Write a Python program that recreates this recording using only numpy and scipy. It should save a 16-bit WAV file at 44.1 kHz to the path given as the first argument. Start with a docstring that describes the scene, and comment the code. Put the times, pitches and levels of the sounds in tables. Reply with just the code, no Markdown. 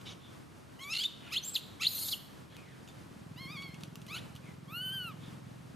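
"""Baby macaque screaming on a forest floor

Close by, a hoarse squawk opens three shrill screams that break into rasps and whistles; whimper, yelp and coo follow.
Voices are summed partials, irregular under strain, filtered by throat tables; rasps are sliding air tones.
Leaves and twigs tick as ringing noise bursts; faint squeaks are softer voices of the same kind.
A far engine is a pulse train through exhaust resonances; foliage and distant traffic are coloured stereo noise."""
import sys
import numpy as np
from scipy import signal
from scipy.fft import rfft, irfft
from scipy.io import wavfile
from scipy.ndimage import uniform_filter1d, map_coordinates

SR = 44100
rng = np.random.default_rng(int(sys.argv[2]) if len(sys.argv) > 2 else 0)


def store_wav(level_fs):
    """Save 16-bit WAV to argv[1]."""
    pcm = np.round(np.clip(np.atleast_2d(level_fs), -1, 1) * 32767)
    wavfile.write(sys.argv[1], SR, pcm.T.astype(np.int16))


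N = 253575
TIME = np.arange(N) / SR


def screams():
    """Three screams: a voiced climb up to the break, rough bursts, then clear loud sweeps."""
    # voiced openings: start_s, push_s, break_s, start_hz, break_hz, start_db, break_db
    climb_rows = [(.789, .886, .938, 1070, 1365, -47, -36.5), (1.305, 1.312, 1.337, 1080, 1410, -47, -36),
                  (1.795, 1.803, 1.828, 1160, 1410, -45, -31.5)]
    # broken voice: start_s, end_s, start_hz, end_hz, level_db, roughness (0-1)
    burst_rows = [(.933, .948, 1380, 1430, -35.5, .45), (.946, .961, 1370, 1410, -35, .55),
                  (.961, .979, 1370, 1410, -33.5, .45), (.982, 1.009, 1390, 1530, -33.5, .36),
                  (1.006, 1.036, 1580, 1790, -35, .28), (1.033, 1.048, 1440, 1560, -32.5, .55),
                  (1.333, 1.356, 1230, 1380, -36.5, .58), (1.354, 1.366, 1320, 1460, -35, .42),
                  (1.825, 1.850, 1200, 1520, -33, .56), (1.847, 1.861, 1520, 1930, -29.5, .42),
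                  (1.860, 1.867, 1350, 1800, -31, .35)]
    # clear sweeps: start_s, peak_s, end_s, start_hz, end_hz, peak_db, roughness (0-1)
    sweep_rows = [(1.043, 1.058, 1.067, 3480, 3780, -28, .12),
                  (1.360, 1.371, 1.384, 2800, 3850, -27.7, .12),
                  (1.378, 1.385, 1.394, 3900, 4550, -36, .15), (1.541, 1.551, 1.555, 5400, 4450, -41, .25),
                  (1.551, 1.559, 1.573, 4650, 2500, -28, .28), (1.865, 1.869, 1.878, 3600, 4600, -21.3, .1),
                  (1.875, 1.878, 1.888, 4500, 5300, -39, .15), (2.125, 2.131, 2.145, 3650, 2650, -31, .17)]
    # throat and mouth while soft, pushed and broken: freq_hz, gain_db
    narrow_mouth = [(600, -22), (1120, -8), (1650, -18), (2000, -6), (2300, 0), (3150, -1), (3600, -10),
                    (4500, -19), (5400, -16), (6800, -21), (8000, -33), (10000, -28), (12500, -21),
                    (14500, -38)]
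    scream_throat = [(600, -36), (1200, -12), (1650, -23), (2200, -9), (2700, 0), (3300, -5), (4000, -4),
                     (5100, -5), (5700, -18), (6500, -9), (8000, -30), (10000, -27), (12800, -27),
                     (14500, -40)]
    broken_throat = [(600, -36), (1200, -14), (1600, -23), (2000, -5), (2400, -5), (2800, -3), (3500, -1),
                     (4100, 2), (4900, -7), (5600, -21), (6900, -12), (8200, -27), (10000, -26),
                     (11500, -32), (13000, -28), (14500, -40)]

    climbs = [climb(row) for row in climb_rows]
    bursts = [burst(row) for row in burst_rows]
    sweeps = [glide(row, fade_db=9, power=1.4) for row in sweep_rows]
    voice = cries(climbs, scream_throat, soft_throat=narrow_mouth, jitter=.05, rasp=.7,
                  air_db=-21, flutter_db=.6, flicker_db=1, smear=.01)
    voice += cries(bursts, broken_throat, jitter=.04, rasp=.5, fade=1.2, air_db=-21, flutter_db=.2,
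                   flicker_db=1.1, smear=.01, quaver=.02, second_db=6, break_hz=1660)
    voice += cries(sweeps, broken_throat, jitter=.05, rasp=.6, air_db=-27, flutter_db=.8,
                   smear=.01, second_db=-10)
    return voice


def whistling_tones():
    """One long wavering whistle, short glides, narrow bands ringing in the rasp, a squeak's upper partial."""
    # long whistle: time_s, pitch_hz, level_db
    long_whistle = [(1.425, 5918, -55), (1.439, 6075, -44), (1.449, 7257, -43), (1.459, 7607, -43),
                    (1.483, 7328, -42), (1.499, 7611, -43), (1.507, 8264, -49), (1.519, 8205, -49),
                    (1.548, 7076, -44)]
    # short tones and bands: start_s, peak_s, end_s, start_hz, end_hz, peak_db, roughness (0-1)
    tone_rows = [(.817, .826, .829, 3800, 4450, -50, .1), (.827, .834, .85, 4400, 3350, -49, .2),
                 (1.877, 1.886, 1.905, 13300, 13900, -46, .3), (1.898, 1.915, 1.93, 13600, 14300, -45, .3),
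                 (1.922, 1.934, 1.945, 12600, 13400, -46, .3), (1.946, 1.955, 1.975, 12300, 11850, -38, .1),
                 (1.945, 1.985, 1.997, 3900, 4350, -43, .38), (2.003, 2.027, 2.055, 4150, 4500, -42.5, .38),
                 (1.98, 2.02, 2.06, 8950, 9250, -49, .25), (2.11, 2.128, 2.14, 4500, 4300, -35.5, .3),
                 (2.87, 2.885, 2.92, 7000, 6900, -63, .6)]
    # colouring: freq_hz, gain_db
    tone_colour = [(600, -28), (1500, -8), (3500, 1.5), (7500, -8), (12000, -28), (16000, -12)]
    calls = [waver(long_whistle, rough=.1, gain_db=0.0)]
    calls += [glide(row, fade_db=13, power=1.5) for row in tone_rows]
    return cries(calls, tone_colour, jitter=.1, rasp=.3, air_db=-21, flutter_db=1.6, second_db=-2)


def rasps(flutter_db=1.3, width=0.5):
    """Air forced through the closed throat sputters; the throat's resonance rises as it tightens."""
    # toneless rasps: start_s, peak_s, end_s, peak_db, treble_relative_db
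    rasp_rows = [(.92, 1.03, 1.09, -60, 2), (1.3, 1.34, 1.41, -61, 1), (1.8, 1.84, 1.88, -59, 2),
                 (1.415, 1.47, 1.54, -58, 2), (1.533, 1.553, 1.6, -46, -1), (1.855, 1.89, 1.96, -50.5, 4),
                 (1.89, 2.02, 2.185, -46, 5), (2.078, 2.09, 2.1, -36.5, -8), (2.105, 2.124, 2.14, -40, -10)]
    # throat and the treble added to it: freq_hz, gain_db
    rasp_throat = [(600, -17), (1200, -17), (1700, -22), (2600, -13), (3300, -1), (4250, 6), (5100, 2.5),
                   (5600, -12), (6800, -2), (9000, -38), (15000, -60)]
    rasp_treble = [(4500, -24), (5600, -20), (6400, -2), (7500, 3), (8400, -3), (9150, 7), (9700, 2),
                   (10200, 5), (10700, 1), (12000, 12), (12450, 7), (13000, 10), (13700, 6), (14300, -12),
                   (15000, -35)]
    tighten_per_s, hold_after_peak_s = .9, .04
    out = np.zeros((2, N))
    for start, peak, end, peak_db, treble_db in rasp_rows:
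        t, db = swell(start, peak, end, fade_db=18, power=2.6)
        count = len(t)
        # reading the sound ever faster raises its resonance
        read_at = np.cumsum(1 + tighten_per_s * np.minimum(t - peak, hold_after_peak_s))
        air = colour(sputter(count), rasp_throat)
        throat = map_coordinates(air, [read_at], order=3, mode="mirror")
        treble = steady(colour(sputter(count), rasp_treble))
        centre = steady(throat) + undb(treble_db) * treble
        # the highest hiss sounds diffuse
        side = width * undb(treble_db) * unit(colour(sputter(count), rasp_treble))
        envelope = undb(peak_db + db + flutter_db * walk(count, 301)) * soft_edges(t)
        add(out[0], t[0], (centre + side) * envelope)
        add(out[1], t[0], (centre - side) * envelope)
    return out


def sputter(count, depth_db=5, rate=60):
    """Unsteady air tones that slide about, flare up and die, each on its own."""
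    slide_hz, blur_hz = 170, 190
    sound = 0
    for hz in range(1000, 15000, 450):
        pitch_hz = hz + slide_hz * walk(count, 55) + blur_hz * walk(count, 700)
        tone = np.sin(2 * np.pi * (rng.random() + np.cumsum(pitch_hz) / SR))
        sound = sound + tone * undb(depth_db * walk(count, rate))
    return sound / np.sqrt(uniform_filter1d(sound ** 2, size=900))


def whimper():
    """A whimper whose fundamental thins out as it goes on."""
    # path: time_s, pitch_hz, level_db before gain_db
    whimper_path = [(3.36, 870, -62), (3.382, 988, -51), (3.412, 1080, -48), (3.47, 1059, -49),
                    (3.532, 1262, -47.5), (3.556, 1200, -49), (3.572, 1100, -44), (3.636, 1118, -46),
                    (3.675, 1090, -50), (3.705, 1035, -58), (3.754, 1106, -59), (3.775, 1095, -68)]
    # throat: freq_hz, gain_db
    whimper_throat = [(600, -14), (1080, -5), (1260, -1), (1650, -18), (2200, 3), (2550, 0), (3250, -4),
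                      (3750, -2.5), (4400, -3.5), (5000, -8), (5450, -20), (6600, -27), (7700, -41),
                      (9600, -24), (11000, -28), (12500, -20), (15000, -40)]
    return cries([waver(whimper_path, rough=.05, gain_db=-.7)], whimper_throat, jitter=.14, rasp=1.3,
                 air_db=-29, flutter_db=.5, smear=.01, thin_db=9, tire_db=2)


def yelp():
    """A softer cry built like a scream: climb, burst and sweep."""
    # climb: start_s, push_s, break_s, start_hz, break_hz, start_db, break_db
    climb_row = (4.078, 4.092, 4.156, 1060, 1340, -49, -42)
    # burst: start_s, end_s, start_hz, end_hz, level_db, roughness (0-1)
    burst_row = (4.151, 4.176, 1420, 1490, -41.5, .43)
    # sweep: start_s, peak_s, end_s, start_hz, end_hz, peak_db, roughness (0-1)
    sweep_row = (4.167, 4.177, 4.198, 1220, 2050, -43.5, .27)
    # throat: freq_hz, gain_db
    yelp_throat = [(600, -16), (1200, -5), (1700, -13), (2400, 0), (3100, -3), (3600, -3), (4300, -3),
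                   (5400, -18), (6600, -21), (7700, -33), (9600, -21), (11000, -27), (12500, -21),
                   (15000, -40)]
    calls = [climb(climb_row), burst(burst_row), glide(sweep_row, fade_db=9, power=1.4)]
    return cries(calls, yelp_throat, jitter=.09, rasp=.8, fade=.5, air_db=-20, flutter_db=1,
                 flicker_db=1, smear=.02, second_db=1)


def squawk():
    """A hoarse opening squawk: one rough push of the folds."""
    # start_s, peak_s, end_s, start_hz, end_hz, peak_db, roughness (0-1)
    squawk_row = (.053, .08, .14, 775, 745, -47.5, .6)
    # throat: freq_hz, gain_db
    squawk_throat = [(600, -16), (1200, -5), (1700, -22), (2250, -7), (3100, 0), (3750, 0.5), (4500, -11),
                     (5200, -6), (6300, -10), (8000, -30), (15000, -40)]
    return cries([glide(squawk_row, fade_db=9, power=1.8)], squawk_throat, jitter=.07, rasp=1.1,
                 air_db=-22, flutter_db=.6)


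def coo():
    """A clear coo: one pitch arch with a wavering top."""
    # arch: time_s, pitch_hz, level_db before gain_db
    coo_path = [(4.677, 1050, -65), (4.687, 1080, -57), (4.748, 1381, -42), (4.775, 1440, -39.5),
                (4.806, 1462, -39), (4.822, 1510, -40), (4.86, 1528, -38.5), (4.892, 1522, -38),
                (4.914, 1545, -42), (4.938, 1585, -39), (4.994, 1515, -40), (5.054, 1412, -42),
                (5.104, 1263, -47), (5.135, 1030, -62)]
    # throat: freq_hz, gain_db
    coo_throat = [(700, -16), (1250, -4), (1550, -11.5), (2300, -11), (3000, 0), (3800, -16), (4300, -15),
                  (4700, -26), (5400, -38), (6100, -35), (7600, -42), (9200, -21.5), (10700, -37),
                  (12000, -23), (12700, -18), (13700, -24), (14600, -44)]
    return cries([waver(coo_path, rough=0, gain_db=-.3)], coo_throat, jitter=.05, rasp=.5,
                 air_db=-36, flutter_db=.2, smear=.001, tire_db=3.2, quaver=.0025)


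def squeaks():
    """Faint, blurred squeaks between the cries."""
    # start_s, peak_s, end_s, start_hz, end_hz, peak_db, roughness (0-1)
    squeak_rows = [(.2, .25, .32, 3620, 3420, -62, .4), (1.2, 1.29, 1.31, 3400, 2300, -54, .6),
                   (2.49, 2.53, 2.6, 4100, 2300, -61.5, .65), (2.565, 2.58, 2.65, 2550, 2250, -62, .35),
                   (2.65, 2.68, 2.78, 2150, 1400, -62, .5), (2.875, 2.885, 2.905, 3750, 3450, -60, .3),
                   (4.42, 4.48, 4.53, 2500, 1900, -60, .45), (5.2, 5.24, 5.34, 3850, 3000, -61, .55)]
    # throat: freq_hz, gain_db
    squeak_throat = [(600, -20), (1400, -3), (2300, 0), (3600, -2), (5000, -17), (15000, -40)]
    calls = [glide(row, fade_db=10, power=1.1) for row in squeak_rows]
    return cries(calls, squeak_throat, jitter=.2, rasp=.35, air_db=-22, flutter_db=1.3,
                 second_db=-12, smear=.04)


def cries(calls, throat, jitter, rasp, air_db, flutter_db, smear=0, second_db=0, fade=0,
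          soft_throat=None, break_hz=None, tire_db=0, thin_db=0, quaver=0, flicker_db=.7):
    """Vibrating folds heard through the throat; under strain they turn irregular and hiss."""
    # hiss of air at the lips: freq_hz, gain_db
    air = [(1000, -14), (2500, -2), (4200, -16), (5700, -4), (6800, 9), (8300, -6), (10000, 6.5),
           (13500, -16), (16000, -36)]
    lips_part_db, mouth_wide_db, jaw_s = -46, -39, .045
    out = np.zeros(N)
    for t, hz, db, rough in calls:
        count = len(t)
        progress = np.linspace(0, 1, count)
        k = np.arange(1, 16)[:, None]  # partial numbers
        # higher partials flicker more, each on its own
        flicker = np.array([walk(count, 55) for _ in k])
        gains = (k * hz < SR * .4) * undb(np.minimum(k, 5.5) * flicker_db * flicker)
        # clear voice: second harmonic raised or lowered
        gains = gains * undb(second_db * (1 - rough) * (k == 2))
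        # fundamental thins through the call
        gains = gains * undb(-thin_db * progress * (k == 1))
        # a long call dulls toward its end
        gains = gains * undb(-tire_db * progress ** 3 * np.log2(np.minimum(k, 4)))
        # fundamental drops out with roughness
        gains = gains * np.where(k == 1, np.clip(1 - fade * rough, 0, 1), 1)
        if break_hz:
            # pushed high, the voice flips to an almost pure tone an octave up
            modal = 1 / (1 + (hz / break_hz) ** 12)
            gains = gains * np.where(k % 2, modal, np.where(k > 2, modal + .035, 1))
        # slow tremor, then cycle-to-cycle scatter that blurs high partials first
        tremor = quaver * walk(count, 45) + .003 * walk(count, 130) + .03 * rough * walk(count, 330)
        scatter = (smear + jitter * rough ** 2) * walk(count, 1500)
        phase = 2 * np.pi * np.cumsum(hz * (1 + tremor + scatter)) / SR
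        partials = gains * np.sin(k * phase + 2 * np.pi * rng.random(k.shape))
        folds = unit(partials.sum(0))
        # strong and weak cycles in twos and threes: lines between the harmonics
        twos = walk(count, 110) * np.sin(phase / 2)
        threes = walk(count, 120) * np.sin(phase / 3)
        folds *= 1 + 2 * rough ** 2 * (twos + threes)
        source = folds + rasp * rough ** 2 * noise(count, throat)
        tone = colour(source, throat)
        if soft_throat:
            # mouth narrow while soft, opening with the push; the jaw needs time to drop
            opening = np.clip((db - lips_part_db) / (mouth_wide_db - lips_part_db), 0, 1)
            opening = opening * (1 - np.exp(-(t - t[0]) / jaw_s))
            tone = opening * tone + (1 - opening) * colour(source, soft_throat)
        # effort, not the resonance a partial crosses, sets the loudness
        tone = steady(tone)
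        # air hisses once a cycle
        hiss = undb(air_db) * (1 + .5 * np.cos(phase)) * noise(count, air)
        flutter = undb((flutter_db + 1.4 * rough) * walk(count, 330))
        add(out, t[0], (tone + hiss) * flutter * undb(db) * soft_edges(t))
    return out


def climb(row):
    """Pitch climbs until the voice breaks; the cry starts softly and is then pushed hard."""
    scoop_share, scoop_s, push_share, attack_db = .13, .012, .5, 9
    clear_rough, crack_rough, roughen_s = .14, .36, .01
    start, push, crack, start_hz, break_hz, start_db, break_db = row
    t = span(start, crack)
    onset = np.exp(-(t - t[0]) / scoop_s)
    effort = np.sin(np.pi / 2 * np.interp(t, [push, crack], [0, 1]))
    rise = (1 - push_share) * np.interp(t, [start, crack], [0, 1]) + push_share * effort
    # scoop up from below
    hz = (start_hz + (break_hz - start_hz) * rise) * (1 - scoop_share * onset)
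    db = start_db + (break_db - start_db) * effort - attack_db * onset
    rough = clear_rough + (crack_rough - clear_rough) * np.exp((t - crack) / roughen_s)
    return t, hz, db, rough


def burst(row, fade_db=2.5):
    """One short, rough push of the broken voice, rising in pitch."""
    start, end, start_hz, end_hz, db, rough = row
    return glide((start, (start + end) / 2, end, start_hz, end_hz, db, rough), fade_db, power=2)


def glide(row, fade_db, power):
    """One swell of level while the pitch slides evenly."""
    start, peak, end, start_hz, end_hz, peak_db, rough = row
    t, db = swell(start, peak, end, fade_db, power)
    return t, np.interp(t, [start, end], [start_hz, end_hz]), peak_db + db, rough


def waver(curve, rough, gain_db):
    """A call whose pitch and level wander along a curve, the pitch smoothed."""
    s, hz, db = np.transpose(curve)
    t = span(s[0], s[-1])
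    return t, uniform_filter1d(np.interp(t, s, hz), size=400), np.interp(t, s, db) + gain_db, rough


def swell(start_s, peak_s, end_s, fade_db, power):
    """Times and relative level (dB) of a push that grows to its peak and dies away."""
    t = span(start_s, end_s)
    return t, -fade_db * np.interp(t, [start_s, peak_s, end_s], [1, 0, 1]) ** power


def span(start_s, end_s):
    """Sample times of one call."""
    return TIME[int(start_s * SR):int(end_s * SR)]


def soft_edges(t):
    """Fade a call in and out over 3 ms."""
    return np.clip(np.minimum(t - t[0], t[-1] - t) / .003, 0, 1)


def steady(x):
    """Hold the level even over a few milliseconds."""
    return x / np.sqrt(np.maximum(uniform_filter1d(x ** 2, size=350), 0) + 1e-12)


def ticks(snap_s=0.001, crumple_s=0.012):
    """A dry leaf or twig snaps and crumples briefly: noise decays ring its resonances."""
    # time_s, peak_db, treble_peak_db, crumple_relative_to_snap_db
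    tick_rows = [(.013, -43, -58, -9), (2.567, -39, -47, -31), (2.877, -45, -54, -20),
                 (2.888, -45, -56, -16), (3.622, -41, -60, -8), (3.744, -41, -60, -8),
                 (3.808, -47, -57, -7), (3.835, -31, -55, -17), (3.956, -35.5, -43, -26),
                 (4.017, -45, -52, -11), (4.065, -46, -50, 3), (4.353, -45, -49, -7), (4.362, -41, -55, -8)]
    # leaf and twig resonances: freq_hz, width_hz, gain_db
    twig = [(1290, 250, 2), (3000, 1100, 6), (5800, 670, -6.5)]
    out, t = np.zeros(N), TIME[:2048]
    for s, db, treble_db, crumple_db in tick_rows:
        envelope = np.exp(-t / snap_s) + undb(crumple_db) * np.exp(-t / crumple_s)
        crackle = rng.standard_normal(len(t)) * envelope
        body = ring(crackle, twig)
        crisp = ring(crackle, [(10100, 9900, 0)])
        add(out, s, undb(db) * body / abs(body).max() + undb(treble_db) * crisp / abs(crisp).max())
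    return out


def engine(scatter_db=0.25, low_hz=80, high_hz=300):
    """Each firing of a far single cylinder thumps the exhaust; only the bass arrives."""
    # idle speed: time_s, firings_per_s
    idle = [(0, 21.5), (2.9, 21.5), (3.12, 19.6), (3.3, 20.7), (3.55, 21.28), (4.4, 21.3), (4.7, 21.5),
            (5.75, 21.5)]
    # time_s, level_db, bark_db
    levels = [(0, -61.5, -23), (1.5, -75, -21), (3.05, -57.5, -1), (3.15, -47.5, -1), (3.6, -49.5, 7.5),
              (4.4, -52, -1.5), (5.2, -50.5, -1), (5.75, -52, -6)]
    # exhaust resonances, deep boom and the bark above: freq_hz, width_hz, gain_db
    boom = [(110.4, 4, 1), (125.7, 6.7, 3.5)]
    bark = [(149.3, 11.3, -0.5), (169.7, 24, -10), (222, 80, -17)]
    firing_s = 3.549  # a firing falls here
    s, level_db, bark_level_db = np.transpose(levels)
    db = np.interp(TIME, s, level_db)
    bark_gain = undb(np.interp(TIME, s, bark_level_db))
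    turns = np.cumsum(np.interp(TIME, *np.transpose(idle))) / SR
    turns -= np.interp(firing_s, TIME, turns)
    firings = np.diff(np.floor(turns), prepend=np.floor(turns[0]))
    firings = firings * undb(scatter_db * rng.standard_normal(N))
    thumps = ring(firings, boom) + bark_gain * ring(firings, bark)
    band = signal.butter(2, [low_hz, high_hz], "band", fs=SR, output="sos")
    thumps = signal.sosfilt(band, thumps)
    return unit(thumps / np.hypot(1, bark_gain)) * undb(db)


def hush(waver_db=-1.15, above_db=7.4):
    """Distant traffic and foliage: coloured noise, its stereo width set by frequency."""
    # spectrum: freq_hz, density_db_per_hz
    spectrum = [(15, -34), (28, -18.5), (45, -17.5), (80, -1.5), (130, 1), (280, -4), (420, -10),
                (750, -14.3), (1250, -14), (1900, -19), (4000, -24), (7500, -28.5), (10000, -30),
                (14000, -36), (15000, -50)]
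    # level of the low middle, the whole lying above_db higher: time_s, level_db
    low_middle = [(0.0, -60), (0.67, -62), (1.49, -62), (2.15, -60), (2.56, -62), (4.21, -61), (4.68, -62),
                  (5.19, -61), (5.75, -62)]
    # stereo width: freq_hz, side_minus_mid_db
    side_width = [(30, 3), (90, -7), (250, 0.5), (600, 1.5), (1500, -2.5), (4000, -7), (12000, -24.5)]
    mid = noise(N, spectrum)
    side = colour(noise(N, spectrum), side_width)
    db = np.interp(TIME, *np.transpose(low_middle)) + above_db + waver_db * walk(N, 12)
    return np.array([mid + side, mid - side]) * undb(db)


def trees(x, near_db, far_db, near_t60=0.087, far_t60=0.63):
    """Direct sound, quick scatter from stones and ground, and a thin tail from the trunks."""
    t = TIME[:SR]

    def decay(t60):
        """Exponential decay of unit energy after a 2 ms gap."""
        return unit(undb(-60 * t / t60) * (t > .002)) / np.sqrt(SR)

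    shape = np.hypot(undb(near_db) * decay(near_t60), undb(far_db) * decay(far_t60))
    # shared noise plus a separate part per channel
    echoes = shape * unit(rng.standard_normal(SR) + 0.5 * rng.standard_normal((2, SR)))
    return x + signal.fftconvolve(np.broadcast_to(x, (2, N)), echoes, axes=1)[:, :N]


def undb(db):
    """Decibels to gain."""
    return 10 ** (np.asarray(db) / 20)


def unit(x):
    """Scale to rms 1."""
    return x / np.sqrt(np.mean(x ** 2) + 1e-20)


def gain_at(hz, spectrum):
    """Gain of a (Hz, dB) table at any frequency."""
    f, db = np.transpose(spectrum)
    return undb(np.interp(np.log(np.maximum(hz, 1)), np.log(f), db))


def colour(x, spectrum):
    """Filter by a (Hz, dB) table."""
    return irfft(rfft(x) * gain_at(np.fft.rfftfreq(len(x), 1 / SR), spectrum), len(x))


def noise(count, spectrum):
    """Coloured noise of rms 1."""
    return unit(colour(rng.standard_normal(count), spectrum))


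def walk(count, rate):
    """Smooth random curve of rms 1 that changes about rate times a second."""
    at = np.arange(count) * rate / SR
    return unit(map_coordinates(rng.standard_normal(count), [at], order=3, mode="wrap"))


def ring(x, modes):
    """Pass through parallel resonances (Hz, width Hz, dB)."""
    return sum(undb(db) * signal.lfilter(*signal.iirpeak(hz, hz / width, SR), x)
               for hz, width, db in modes)


def add(track, start_s, sound):
    """Mix a sound into a track."""
    i = int(round(start_s * SR))
    track[i:i + len(sound)] += sound[:N - i]


def scene():
    """The infant in front, leaves beside it, faint squeaks and the engine beyond."""
    voice = screams() + whimper() + yelp() + squawk() + whistling_tones()
    near = trees(voice + rasps() + ticks(), near_db=-10, far_db=-13)
    # the coo is sung into the mother's fur and hardly reaches the trees
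    near += trees(coo(), near_db=-12, far_db=-20)
    far = trees(engine(), near_db=-13, far_db=-13) + trees(squeaks(), near_db=-5, far_db=-5)
    return near + far + hush()


def record(dry):
    """The microphone's top is cut steeply."""
    top_hz = 14700
    return signal.sosfilt(signal.ellip(8, .2, 70, top_hz, fs=SR, output="sos"), dry)


dry = scene()
out = record(dry)
store_wav(out)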